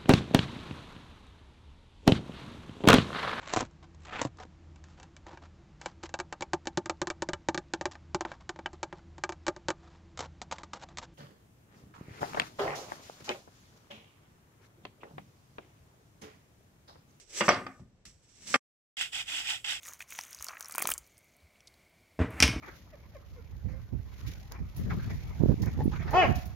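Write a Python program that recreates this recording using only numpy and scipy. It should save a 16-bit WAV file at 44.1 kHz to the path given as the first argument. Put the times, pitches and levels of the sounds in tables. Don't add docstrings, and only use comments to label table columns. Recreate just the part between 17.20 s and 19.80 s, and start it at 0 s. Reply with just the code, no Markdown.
import sys
import numpy as np
from scipy import signal
from scipy.fft import rfft, irfft
from scipy.io import wavfile
from scipy.ndimage import uniform_filter1d

SR = 44100
rng = np.random.default_rng(int(sys.argv[2]) if len(sys.argv) > 2 else 0)


def store_pcm(level_fs):
    pcm = np.round(np.clip(level_fs, -1, 1) * 32767).astype(np.int16)
    wavfile.write(sys.argv[1], SR, np.atleast_2d(pcm).T)


def gain_from_decibels(decibels):
    exponent = np.asarray(decibels, float) / 20
    return 10 ** exponent


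N = 114660


def evened(x):
    return x / np.sqrt(np.mean(x ** 2) + 1e-20)


def read(points, hz):
    f, value = np.transpose(points)
    return np.interp(np.log(hz + 1), np.log(f + 1), value)


def follow(curve):
    s, value = np.transpose(curve)
    return np.interp(np.arange(N) / SR, s, value)


def colour(x, points):
    return irfft(rfft(x) * gain_from_decibels(read(points, np.fft.rfftfreq(N, 1 / SR))), N)


def resonate(x, hz, width_hz):
    r = np.exp(-np.pi * width_hz / SR)
    b = [(1 - r * r) / 2, 0, (r * r - 1) / 2]
    a = [1, -2 * r * np.cos(2 * np.pi * hz / SR), r * r]
    return signal.lfilter(b, a, x)


def clicks(per_s, spread_db):
    happens = rng.random(N) < per_s / SR
    size = gain_from_decibels(spread_db * np.minimum(rng.exponential(1, N), 4))
    sign = rng.choice([-1., 1.], N)
    return evened(sign * happens * size)


def tail(decay, size):
    hz, t, z = signal.stft(rng.standard_normal(size), SR, nperseg=256)
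    t60_s = read(decay, hz)[:, None]
    out = signal.istft(z * gain_from_decibels(-60 * t / t60_s), SR, nperseg=256)[1]
    return out / np.linalg.norm(out)


# (frequency [Hz], level [dB])
ROOM_TONE = [(15, -41.5), (25, 6.5), (119, 3.5), (204, -9.5), (469, -9), (997, -18.5), (2120, -21.5),
             (7700, -29.5), (15500, -61.5)]
TONE_DB = -68.5


def room_tone():
    a, b = rng.standard_normal((2, N))
    side = colour(b, [(60, -12.5), (1000, -3), (4000, 1.2)])
    left, right = colour(a + side, ROOM_TONE), colour(a - side, ROOM_TONE)
    return gain_from_decibels(TONE_DB) * evened(np.array([left, right]))


# (frequency [Hz], t60 [s])
KITCHEN = [(100, 0.23), (500, 0.17), (2000, 0.23), (6000, 0.33), (12000, 0.89)]


def kitchen(x):
    a, b = tail(KITCHEN, size=SR // 2), tail(KITCHEN, size=SR // 2)
    late = np.pad(x, (200, 0))[None, :N]
    return signal.fftconvolve(late, np.array([a + .5 * b, b + .5 * a]), axes=1)[:, :N]


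# (frequency [Hz], share [0-1])
LIKENESS = [(100, 0.96), (700, 1), (2000, 0.61), (5000, 0.2), (12000, 0.5)]


def ports(x, other, balance, lead_s):
    hz = np.fft.rfftfreq(N, 1 / SR)
    same = np.clip(read(LIKENESS, hz), 0, 1)
    left = gain_from_decibels(read(balance, hz) / 2)
    right = np.exp(-2j * np.pi * hz * lead_s) / left
    norm = 2 / np.sqrt(left ** 2 + abs(right) ** 2 + 2 * same * left * right.real)
    a, b = rfft(x), rfft(other)
    mixed = same * a + np.sqrt(1 - same ** 2) * b
    return irfft(norm * np.array([left * a, right * mixed]), N)


# (time [s], level [dB])
CRANK = [(1.768, -41), (1.79, -38.5), (1.82, -32), (1.87, -46), (1.915, -65), (1.928, -42), (1.955, -36.5),
         (2.015, -38), (2.05, -59.5), (2.09, -38.5), (2.2, -35), (2.235, -44), (2.305, -31.5), (2.36, -41),
         (2.439, -72), (2.444, -42), (2.51, -32), (2.57, -42), (2.6, -51.5)]
# (frequency [Hz], width [Hz], level [dB])
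DRUM = [(790, 200, -17), (1510, 350, -13), (2030, 200, -6), (2640, 170, -.5), (3200, 200, 0),
        (3550, 220, -7), (4900, 500, -14), (5500, 500, -14), (7800, 1000, -12)]
# (frequency [Hz], level [dB])
SHRED = [(180, -33), (300, -6.5), (417, -32), (794, -23), (1000, -17.5), (3230, -0.5), (4140, -3.5),
         (7880, -3), (15500, -10.5)]
# (time [s], level [dB])
SNAGS = [
    (1.811, -4),
    (1.822, -41),
    (1.955, -12),
    (2.2, -28.5),
    (2.312, -26),
    (2.444, -20),
    (2.447, -12.5),
    (2.497, -28.5),
    (2.509, -14.5),
]
TEETH_PER_S, TOOTH_SPREAD_DB, TOOTH_DETUNE, SHRED_DB = 500, 3.2, .05, -7


def grater():
    def ring(x, hz, width_hz):
        return resonate(resonate(x, hz, width_hz), hz, 2 * width_hz)

    bites = np.zeros(N)
    for hz, width_hz, db in DRUM:
        for side in (-1, 1):
            teeth = clicks(TEETH_PER_S, TOOTH_SPREAD_DB)
            bites += gain_from_decibels(db) * ring(teeth, hz * (1 + side * TOOTH_DETUNE), width_hz)
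    shred = evened(colour(clicks(5500, 0.83) + rng.standard_normal(N), SHRED))
    snags = np.zeros(N)
    for s, db in SNAGS:
        snags[round(s * SR)] = gain_from_decibels(db + 11)
    caught = sum((-1) ** k * gain_from_decibels(db) * ring(snags, hz, width_hz)
                 for k, (hz, width_hz, db) in enumerate(DRUM))
    cranked = gain_from_decibels(follow(CRANK) - 1.5) * (evened(bites) + gain_from_decibels(SHRED_DB) * shred)
    return (cranked + caught) * (np.arange(N) > 1.5 * SR)


# (frequency [Hz], level [dB])
BOARD = [(132, -15), (264, 1.5), (365, -1), (595, 4), (745, -2.5), (865, -3), (1050, -10.5), (1220, 6.5),
         (1500, 1), (1870, 4.5), (2220, 7.5), (2600, 1.5), (3200, 2.5), (4700, 6.5)]
# (frequency [Hz], level [dB], width [Hz])
BLADE = [(5740, 0, 50), (7800, -14, 250)]
# (frequency [Hz], t60 [s])
RATTLE = [(100, 0.76), (600, .3), (2000, 0.34), (8000, 0.05)]
BOARD_Q, FALL_DB_PER_OCTAVE, SOFTNESS = 9, -2, 1.15
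CRACK_DB, RATTLE_DB = -9.5, -9
CRUNCH_DB, CRUNCH_HZ = -17.5, 3500


def knock(db, contact_s, top_hz, blade_db):
    def unit(x):
        return x / np.sqrt(np.sum(x ** 2) / (contact_s * SR))

    t = np.arange(SR // 6) / SR
    hit = rng.standard_normal(len(t)) * np.exp(-(t / contact_s) ** 1.5) * np.minimum(t / 0.00023, 1)
    modes = np.zeros(len(t))
    for hz, mode_db in BOARD:
        gain_db = mode_db - FALL_DB_PER_OCTAVE * abs(np.log2(hz / top_hz))
        modes += gain_from_decibels(gain_db) * resonate(hit, hz, hz / BOARD_Q)
    board = unit(modes) + gain_from_decibels(CRACK_DB) * unit(resonate(hit, top_hz, 1.5 * top_hz))
    board = unit(signal.lfilter(*signal.butter(N=2, Wn=SOFTNESS * top_hz, fs=SR), board))
    crunch = gain_from_decibels(CRUNCH_DB + blade_db / 4) * unit(resonate(hit, CRUNCH_HZ, 3700))
    blade = sum(gain_from_decibels(d) * unit(resonate(hit * (t < .003), hz, width_hz)) for hz, d, width_hz in BLADE)
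    sound = gain_from_decibels(RATTLE_DB) * signal.fftconvolve(board + crunch, tail(RATTLE, size=SR // 3))
    sound[:len(t)] += board + gain_from_decibels(blade_db) * blade
    return gain_from_decibels(db) * sound


# (time [s], strength [dB], contact [s], upper end of the board sound [Hz], blade ring [dB])
KNOCKS = [(.207, -25, 0.015, 1530, -30), (.281, -20.5, 0.0095, 1200, -37), (.289, -17, 0.0077, 991, -10.5),
          (.302, -27.5, 0.0092, 793, -28), (.294, -35.5, .05, 3400, -50.5),
          (.465, -37.5, 0.0081, 1200, -35), (.594, -58.5, 0.0056, 696, -37), (.6, -54, 0.044, 147, -60),
          (0.86, -61.5, 0.026, 100, -63), (1.341, -18, 0.0075, 1700, -29), (1.355, -25, 0.0052, 900, -39.5)]
TICK_S, TICK_DB, TICK_HZ, TICK_DECAY_S = .853, -44.5, (1450, 9300), .011


def chopping():
    out = np.zeros(N + SR)
    for s, *row in KNOCKS:
        sound = knock(*row)
        out[round(s * SR):][:len(sound)] += sound
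    t = np.arange(SR // 8) / SR
    band = signal.butter(N=2, Wn=TICK_HZ, btype="band", fs=SR)
    tick = signal.lfilter(*band, rng.standard_normal(len(t))) * np.exp(-t / TICK_DECAY_S)
    out[round(TICK_S * SR):][:len(t)] += gain_from_decibels(TICK_DB) * tick
    return out[:N]


# (time [s], level [dB])
SLICE = [(0, -64), (.07, -75.5), (.1, -63.5), (.17, -45), (.204, -40), (.23, -61), (.252, -45), (.275, -54),
         (.4, -81), (.6, -78), (.65, -92), (.85, -93.5), (.856, -63), (1.0, -83), (1.03, -77.5), (1.2, -67),
         (1.267, -56.5), (1.272, -51.5), (1.36, -40.5)]
# (frequency [Hz], level [dB])
FIBRE = [(150, -23), (1000, -14), (2200, -5), (4500, -6.5), (5700, -2), (7200, -4), (9500, -11.5),
         (15500, -21)]
CRACKS_PER_S, CRACK_SPREAD_DB, SLICE_HISS_DB = 2500, 3, 5.5
SING_DB, SING_WIDTH_HZ = (-8, -6.5), 320
CREAK_HZ, CREAK_WIDTH_HZ, CREAK_DB, CREAK_FOLLOW = (385, 185.96), 240, -0.5, 0.91
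PATCHY_DB = 2.5


def slicing():
    first_cut = np.arange(N) < .75 * SR
    fibres = clicks(CRACKS_PER_S, CRACK_SPREAD_DB) + gain_from_decibels(SLICE_HISS_DB) * rng.standard_normal(N)
    sing = sum(resonate(fibres, hz, SING_WIDTH_HZ) for hz, _, _ in BLADE)
    tear = evened(colour(fibres, FIBRE)) + gain_from_decibels(np.where(first_cut, *SING_DB)) * evened(sing)
    creaks = []
    for hz in CREAK_HZ:
        once = resonate(rng.standard_normal(N), hz, CREAK_WIDTH_HZ)
        creaks.append(gain_from_decibels(CREAK_DB) * evened(resonate(once, hz, CREAK_WIDTH_HZ)))
    creak = np.where(first_cut, *creaks)
    push_db = follow(SLICE) + PATCHY_DB * evened(uniform_filter1d(rng.standard_normal(N), size=900))
    return gain_from_decibels(push_db + 3.5) * tear + gain_from_decibels(CREAK_FOLLOW * (push_db + 34.5) - 45) * creak


# (frequency [Hz], left minus right [dB])
KNIFE_LR = [(60, -0.5), (180, 2), (550, 4.5), (1650, -1.5), (4970, -6.5), (15000, 9)]
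GRATER_LR = [(60, -4), (180, -10.5), (550, 2.5), (1650, -10), (4970, -1), (15000, 21.5)]
KNIFE_LEAD_S, GRATER_LEAD_S = -0.000049, .00012
KNIFE_WET_DB, GRATER_WET_DB = -11, -12
OUT_S, DROP_DB, FADE_DB_PER_S, END_S, IN_S = 1.363, -15, -1200, 1.395, 1.768


def scene():
    knife, drum = slicing() + chopping(), grater()
    first = ports(knife, slicing() + chopping(), KNIFE_LR, KNIFE_LEAD_S)
    first = first + gain_from_decibels(KNIFE_WET_DB) * kitchen(knife)
    second = ports(drum, grater(), GRATER_LR, GRATER_LEAD_S) + gain_from_decibels(GRATER_WET_DB) * kitchen(drum)
    t, tone = np.arange(N) / SR, room_tone()
    fade = np.where(t < OUT_S, 1, gain_from_decibels(DROP_DB + FADE_DB_PER_S * (t - OUT_S))) * (t < END_S)
    rise = np.clip((t - IN_S) / 0.0027, 0, 1)
    return (first + tone) * fade + (second + gain_from_decibels(3) * tone) * rise


def roll_off(x):
    return signal.sosfilt(signal.butter(12, 15730, fs=SR, output="sos"), x)


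# (frequency [Hz], level [dB])
MIC = [(20, -8), (60, 4.44), (6800, -1.4), (7800, 0), (8300, -5), (8700, -5.5), (15000, -10)]


def record(dry):
    response = gain_from_decibels(read(MIC, np.fft.rfftfreq(512, 1 / SR)))
    taps = np.fft.fftshift(irfft(response)) * np.hanning(512)
    heard = signal.oaconvolve(dry, taps[None], "same", axes=1) * (abs(dry) > 0)
    return roll_off(heard)


dry = scene()
out = record(dry)
store_pcm(out)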